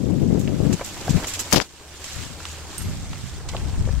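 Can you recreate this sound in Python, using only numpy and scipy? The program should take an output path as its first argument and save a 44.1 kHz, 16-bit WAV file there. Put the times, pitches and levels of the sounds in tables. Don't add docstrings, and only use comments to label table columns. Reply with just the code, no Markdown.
import sys
import numpy as np
from scipy import signal
from scipy.fft import rfft, irfft
from scipy.io import wavfile
from scipy.ndimage import uniform_filter1d, map_coordinates

SR = 44100
rng = np.random.default_rng(int(sys.argv[2]) if len(sys.argv) > 2 else 0)


def store_wav(level_fs):
    pcm = np.round(np.clip(np.atleast_2d(level_fs), -1, 1) * 32767)
    wavfile.write(sys.argv[1], SR, pcm.T.astype(np.int16))


N = 176400
T = np.arange(N) / SR
BAND_LIMIT_HZ = 15850

# time in seconds, level in dB.
CRACKLE_LEVELS = [(0, -46.5), (.35, -45), (.78, -40), (1.05, -36.5), (1.2, -35), (1.5, -36), (1.62, -37.5),
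                  (1.68, -49), (1.85, -45.5), (2.02, -41), (2.07, -35), (2.24, -36), (2.37, -42),
                  (2.5, -37.5), (2.66, -42.5), (2.76, -38), (3.05, -43), (3.28, -40), (3.46, -46.5),
                  (3.53, -42), (4, -44)]
RUMBLE_LEVELS = [(0, -49.5), (.7, -41.5), (1, -39), (1.22, -32.5), (1.35, -41), (1.5, -40.5), (1.68, -52),
                 (1.82, -46.5), (2.1, -45.5), (2.85, -42.5), (3.2, -46), (3.7, -40.5), (4, -44)]
# time in seconds, pitch in Hz, level in dB.
TREAD_DRUM = [(0, 99.7, -59), (1.4, 95.5, -41), (1.7, 78.2, -61), (2, 74.2, -46), (2.3, 75.7, -48.5),
              (2.55, 78.5, -37.5), (2.8, 82.3, -51)]
# frequency in Hz, relative spectral density in dB.
LEAF_SPECTRUM = [(200, -22.5), (700, -5), (1500, -1), (7300, 0), (9200, -8.5), (12000, -12.5),
                 (15500, -19.5)]
SOIL_SPECTRUM = [(25, -1.5), (70, -0.5), (130, -6.5), (215, -8), (310, -2), (480, -6), (900, -8),
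                 (1600, -13.5), (5000, -36)]
EDDY_SPECTRUM = [(15, -18), (50, -7.5), (135, 1.5), (240, -3), (400, -14.5), (700, -30), (1500, -51.5),
                 (4000, -76)]
SWISH_SPECTRUM = [(300, -28), (1200, -5), (2500, -2.5), (5000, -0.5), (7400, 3.5), (9200, -11.5),
                  (12000, -9.5), (15500, -25)]
SCRAPE_SPECTRUM = [(200, 3), (650, 1.5), (1300, -1), (2800, -4), (5000, 2), (7200, -2.5), (9000, -11),
                   (11500, -1), (15500, -14.5)]
THUMP_SPECTRUM = [(60, -4), (180, 2), (550, -5), (900, -9), (2000, -37), (6000, -42)]
# time in seconds, boost in dB.
TREBLE_BOOST = [(1.3, 2.5), (3.4, 0)]
# frequency in Hz, coherence from 0 to 1.
PORT_COHERENCE = [(100, 1), (800, 0.84), (2000, 0.63), (4000, 0)]
# frequency in Hz, gain in dB.
PORT_RESPONSES = [
    [(1500, -0.5), (3000, -1), (6000, -1), (9000, -7), (11500, 2), (14000, -2.5)],
    [(1500, -1), (3000, 1), (5800, -1), (7800, 3.5), (11500, -6.5), (15000, -3)],
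]
# time in seconds, level in dB.
LEFT_WIND_LEVELS = [(0, -22), (.1, -15.5), (.35, -14), (.45, -18), (.585, -22), (.61, -13.5), (.745, -14.5),
                    (.765, -42), (1.07, -41), (1.095, -15.5), (1.125, -24), (1.15, -9), (1.18, -16),
                    (1.205, -43), (1.8, -54), (2.11, -47.5), (2.17, -28.5), (2.42, -42.5), (2.765, -43),
                    (2.8, -25.5), (3.3, -38.5), (3.65, -24.5), (3.82, -18.5), (4, -14.5)]
RIGHT_WIND_LEVELS = [(0, -41), (.24, -28), (.72, -34), (.8, -46), (1.1, -33), (1.25, -48.5), (1.8, -57),
                     (2.8, -43), (2.88, -26), (3.05, -31.5), (3.4, -33), (3.8, -25.5), (4, -37.5)]
# time in seconds, multiple of the usual eddy rate.
AIR_PACE = [(.7, 1.08), (1.15, 0.85), (2.9, 0.63), (4, 0.43)]
# start in seconds, length in seconds, level in dB, spectral tilt in dB per octave.
PLANT_SWISHES = [(0.391, 0.036, -39, 6), (0.725, 0.02, -29, -0.5), (0.842, 0.045, -32.5, 4),
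                 (1.092, 0.025, -28.5, 1), (1.268, 0.046, -28.5, 5), (1.334, 0.028, -27, 1),
                 (1.51, 0.062, -28.5, 2.5), (2.04, 0.01, -28, 0.5)]
STEM_RASPS = [(1.391, .024, -22, 3.5), (3.486, 0.016, -29, -2.5)]
# start in seconds, level in dB, decay time in seconds, lower and upper band edge in Hz.
TWIG_SNAPS = [(0.475, -29.5, 0.005, 1490, 3380), (1.244, -26, 0.005, 900, 4600),
              (2.4535, -24, 0.0028, 695, 5000), (3.131, -28.5, 0.0041, 605, 2970),
              (3.5665, -22.5, 0.0012, 2100, 4340)]
# start in seconds, level in dB, factor on the mode frequencies.
FRAME_KNOCKS = [(.795, -37, 1.4), (0.8102, -26.5, 1.13), (1.079, -25, 0.78), (2.402, -39.5, 1.57),
                (3.534, -35, 1), (3.547, -27.5, 0.77), (3.873, -32.5, 0.57), (3.888, -33, 0.83)]
# frequency in Hz, relative level in dB, time to fall 60 dB in seconds.
FRAME_MODES = [(488, 4, 0.025), (660, 0.5, 0.036), (870, 4, 0.025), (1120, -4, 0.033), (1443, -9, 0.024),
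               (2100, -5.5, 0.021)]
SPOKE_MODES = [(8600, 2, 0.057), (10130, -17, .16), (11390, -15.5, 0.38), (11800, -24, .28),
               (11600, -22, .2)]
# centre time in seconds, left and right peak in dB.
WIND_BUFFETS = [(1.109, -5, -18), (2.167, -26, -45), (2.872, -22, -19), (3.642, -14.5, -41),
                (3.813, -5, -30)]
# start and length in seconds, left and right scrape in dB, left and right thump in dB.
LEAF_SLAPS = [(1.5261, 0.0054, -4.5, -35, -15, -21), (1.533, 0.0065, -9.5, -27, -10, -11),
              (1.54, .016, -17.5, -20, -16.5, -23), (1.558, 0.017, -10, -39, -12, -43),
              (1.571, 0.03, -26, -48, -15, -45), (1.612, 0.012, -19, -43, -29, -53)]
# start in seconds, left and right peak in dB, band centre in Hz.
STALK_TAPS = [(1.5249, -4, -26, 1370), (1.5455, -8, -10.5, 1080), (1.5817, -1, -24, 3600),
              (1.6014, -1.5, -23, 1530)]
# start in seconds, gain at the right port in dB.
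SPOKE_FLICKS = [(2.781, -22), (2.82, -32)]


def amp(db):
    return 10 ** (np.asarray(db) / 20)


def unit(x):
    return x / np.sqrt(np.mean(x ** 2) + 1e-20)


def curve(points, column=1):
    rows = np.array(points)
    return np.interp(T, rows[:, 0], rows[:, column])


def spectrum_at(points, hz):
    table_hz, values = np.transpose(points)
    return np.interp(np.log(hz + 1), np.log(table_hz), values)


def add(mix, start, sound):
    part = mix[:, round(start * SR):][:, :sound.shape[-1]]
    part += sound[..., :part.shape[-1]]


def band(x, low_hz, high_hz):
    return signal.sosfilt(signal.butter(2, [low_hz, high_hz], "band", fs=SR, output="sos"), x)


def colour(x, spectrum, size=4096):
    log_gain = np.log(amp(spectrum_at(spectrum, abs(np.fft.fftfreq(size, 1 / SR)))))
    transfer = np.exp(np.conj(signal.hilbert(log_gain)))
    response = np.fft.ifft(transfer).real[:size // 2]
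    return signal.oaconvolve(np.atleast_2d(x), response[None], axes=1)[:, :N]


def wander(hz, step=100):
    noise = rng.standard_normal(len(T[::step]))
    rates = np.fft.rfftfreq(len(noise), step / SR)
    slow = irfft(rfft(noise) / (1 + (rates / hz) ** 4), len(noise))
    return unit(np.interp(T, T[::step], slow))


def grains(per_band_per_s, spread_db):
    out = np.zeros((2, N))
    edges_hz = np.geomspace(1000, 20000, 5)
    edges_hz[0] = 30
    for low_hz, high_hz in zip(edges_hz, edges_hz[1:]):
        when, rarity, *sides = rng.random((N // 2, 4))[:int(per_band_per_s * N / SR)].T
        size = amp(-spread_db * np.log(rarity + 0.0075))
        clicks = np.array([np.bincount((when * N).astype(int), size * (side - .5), N) for side in sides])
        out += band(unit(clicks), low_hz, high_hz)
    return unit(out)


def stroke(length, rise_s, fall):
    t = T[:SR // 4]
    return np.minimum(t / rise_s, 1) * np.exp(-fall * (t / length) ** 2)


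def ring(modes, pitch=1):
    t = T[:SR // 3]
    return sum((-1) ** k * amp(db - 60 * t / t60) * np.sin(2 * np.pi * hz * pitch * t)
               for k, (hz, db, t60) in enumerate(modes))


def mottle(x, depth_db=1.58, treble_hz=7300):
    hz, t, spectra = signal.stft(x, SR, nperseg=256, noverlap=192)
    patches = uniform_filter1d(rng.standard_normal(spectra.shape[1:]), size=3, axis=0)
    patches = uniform_filter1d(patches, size=14, axis=1)
    shelf = 2 * np.clip(hz / treble_hz - 1, 0, .5)[:, None]
    gain_db = depth_db * unit(patches) + shelf * np.interp(t, *np.transpose(TREBLE_BOOST))
    return signal.istft(spectra * amp(gain_db), nperseg=256, noverlap=192)[1][:, :N]


def trail_to_ports(x):
    spectra = rfft(mottle(x))
    coherence = np.clip(spectrum_at(PORT_COHERENCE, np.fft.rfftfreq(N, 1 / SR)), 0, 1)
    angle = np.arcsin(coherence) / 2
    pair = irfft(spectra * np.cos(angle) + spectra[::-1] * np.sin(angle), N)
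    return np.vstack([colour(side, port) for side, port in zip(pair, PORT_RESPONSES)])


def tyres(hiss_db=4, clump_db=0.73, jolt_db=2):
    crackle = grains(per_band_per_s=700, spread_db=3) + amp(hiss_db) * rng.standard_normal((2, N))
    crackle *= amp(clump_db * wander(hz=43.5))
    leaves = unit(colour(crackle, LEAF_SPECTRUM)) * amp(curve(CRACKLE_LEVELS))
    jolts = rng.standard_normal((2, N)) * amp(jolt_db * wander(hz=29.3))
    soil = unit(colour(jolts, SOIL_SPECTRUM)) * amp(curve(RUMBLE_LEVELS))
    cycles = np.cumsum(curve(TREAD_DRUM) * (1 + 0.0583 * wander(hz=18))) / SR
    tread = unit(np.sin(2 * np.pi * cycles) * amp(2 * wander(hz=21)))
    return trail_to_ports(leaves + soil) + tread * amp(curve(TREAD_DRUM, column=2))


def wind(levels, pace_per_db=.003, reference_db=-18, suction=.15):
    db, air_pace = curve(levels), curve(AIR_PACE)
    pace = np.clip(air_pace * np.exp(pace_per_db * (db - reference_db)), .1, 2)
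    eddies = unit(colour(rng.standard_normal(N), EDDY_SPECTRUM))[0]
    pressure = map_coordinates(eddies, [np.cumsum(pace)], order=1, mode="mirror")
    pressure /= np.sqrt(abs(uniform_filter1d(pressure ** 2, size=1500)) + 1e-9)
    dips = signal.sosfilt(signal.butter(2, 90, "high", fs=SR, output="sos"), pressure ** 2 - 1)
    gust_db = 1.4 * wander(hz=35) / air_pace
    return unit((pressure - suction * dips) * amp(gust_db)) * amp(db)


def plant_strokes(contacts, friction):
    out = np.zeros((2, N))
    for start, length, db, tilt in contacts:
        envelope = stroke(length, rise_s=0.003, fall=0.92)
        rub = friction[:, round(start * SR):][:, :len(envelope)]
        spectrum = [(hz, density + tilt * np.log2(hz)) for hz, density in SWISH_SPECTRUM]
        swish = unit(colour(rub, spectrum)[:, :rub.shape[1]])
        add(out, start, amp(db) * envelope * swish)
    return out


def twig_snaps():
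    out, t = np.zeros((2, N)), T[:SR // 10]
    for start, db, decay, low_hz, high_hz in TWIG_SNAPS:
        crack = unit(band(rng.standard_normal((2, len(t))), low_hz, high_hz))
        add(out, start, amp(db) * np.exp(-t / decay) * crack)
    return out


def frame_knocks(rattle_db=-18, rattle_s=0.0043):
    out, t = np.zeros((2, N)), T[:SR // 20]
    for start, db, pitch in FRAME_KNOCKS:
        rattle = amp(rattle_db) * rng.standard_normal(len(t)) * np.exp(-t / rattle_s)
        knock = signal.fftconvolve((t == 0) + rattle, ring(FRAME_MODES, pitch))
        rms = np.sqrt(np.sum(knock ** 2) / (.01 * SR))
        add(out, start, amp(db) * knock / rms)
    return out


def buffets(usual_width_s=0.0013):
    out, t = np.zeros((2, N)), T[:SR // 20]
    middle = t.mean()
    for centre, left, right in WIND_BUFFETS:
        pace = np.interp(centre, *np.transpose(AIR_PACE))
        position = (t - middle) * pace / usual_width_s
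        pressure = (position ** 2 - 1) * np.exp(-position ** 2 / 2)
        add(out, centre - middle, amp([[left], [right]]) * pressure)
    return out


def whine(hz=8530, left_db=-68, right_db=-56, start_s=1.2, rise_s=0.92):
    tone = unit(np.sin(2 * np.pi * np.cumsum(hz + 4 * wander(hz=14)) / SR))
    return amp([[left_db], [right_db]]) * tone * np.clip((T - start_s) / rise_s, 0, 1)


def stem_rasps(grit, slip_hz=995, waver=0.013, grit_db=7):
    cycles = np.cumsum(slip_hz * (1 + waver * wander(slip_hz / 10)) / SR)
    slips = np.diff(np.floor(cycles), prepend=0)
    return plant_strokes(STEM_RASPS, unit(slips - slips.mean()) + amp(grit_db) * grit)


def branch(treble_hz=7300, dulling_s=0.056, tap_edge_ratio=1.7):
    scrape_gain, thump_gain, taps = np.zeros((3, 2, N))
    for start, length, left, right, thump_left, thump_right in LEAF_SLAPS:
        envelope = stroke(length, rise_s=0.0014, fall=0.91)
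        add(scrape_gain, start, amp([[left], [right]]) * envelope)
        add(thump_gain, start, amp([[thump_left], [thump_right]]) * envelope)
    for start, left, right, hz in STALK_TAPS:
        tap = band(signal.unit_impulse(SR // 20), hz / tap_edge_ratio, hz * tap_edge_ratio)
        add(taps, start, amp([[left], [right]]) * tap / abs(tap).max())
    friction = unit(colour(grains(per_band_per_s=6000, spread_db=2.5), SCRAPE_SPECTRUM))
    treble = signal.sosfiltfilt(signal.butter(3, treble_hz, "high", fs=SR, output="sos"), friction)
    lost_share = np.clip((T - LEAF_SLAPS[0][0]) / dulling_s, 0, 0.89)
    thump = unit(colour(rng.standard_normal((2, N)), THUMP_SPECTRUM))
    return scrape_gain * (friction - lost_share * treble) + thump_gain * thump + taps


def spoke_pings(tick_s=0.0012, left_offset_db=-11):
    out, t = np.zeros((2, N)), T[:SR // 20]
    for start, db in SPOKE_FLICKS:
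        tick = unit(band(rng.standard_normal(len(t)), 5000, BAND_LIMIT_HZ)) * np.exp(-t / tick_s)
        for part in (tick, ring(SPOKE_MODES)):
            add(out, start, amp([[db + left_offset_db], [db]]) * part)
    return out


def scene():
    rolling = tyres()
    grit = grains(per_band_per_s=2500, spread_db=2)
    plants = trail_to_ports(plant_strokes(PLANT_SWISHES, grit) + stem_rasps(grit) + twig_snaps())
    ride = rolling + plants + frame_knocks() + spoke_pings() + branch() + whine()
    return ride + buffets() + np.array([wind(LEFT_WIND_LEVELS), wind(RIGHT_WIND_LEVELS)])


def record(dry):
    low_pass = signal.firwin(511, BAND_LIMIT_HZ, window=("kaiser", 9), fs=SR)
    return signal.oaconvolve(np.clip(dry, -1, 1), low_pass[None], "same", axes=1)


dry = scene()
out = record(dry)
store_wav(out)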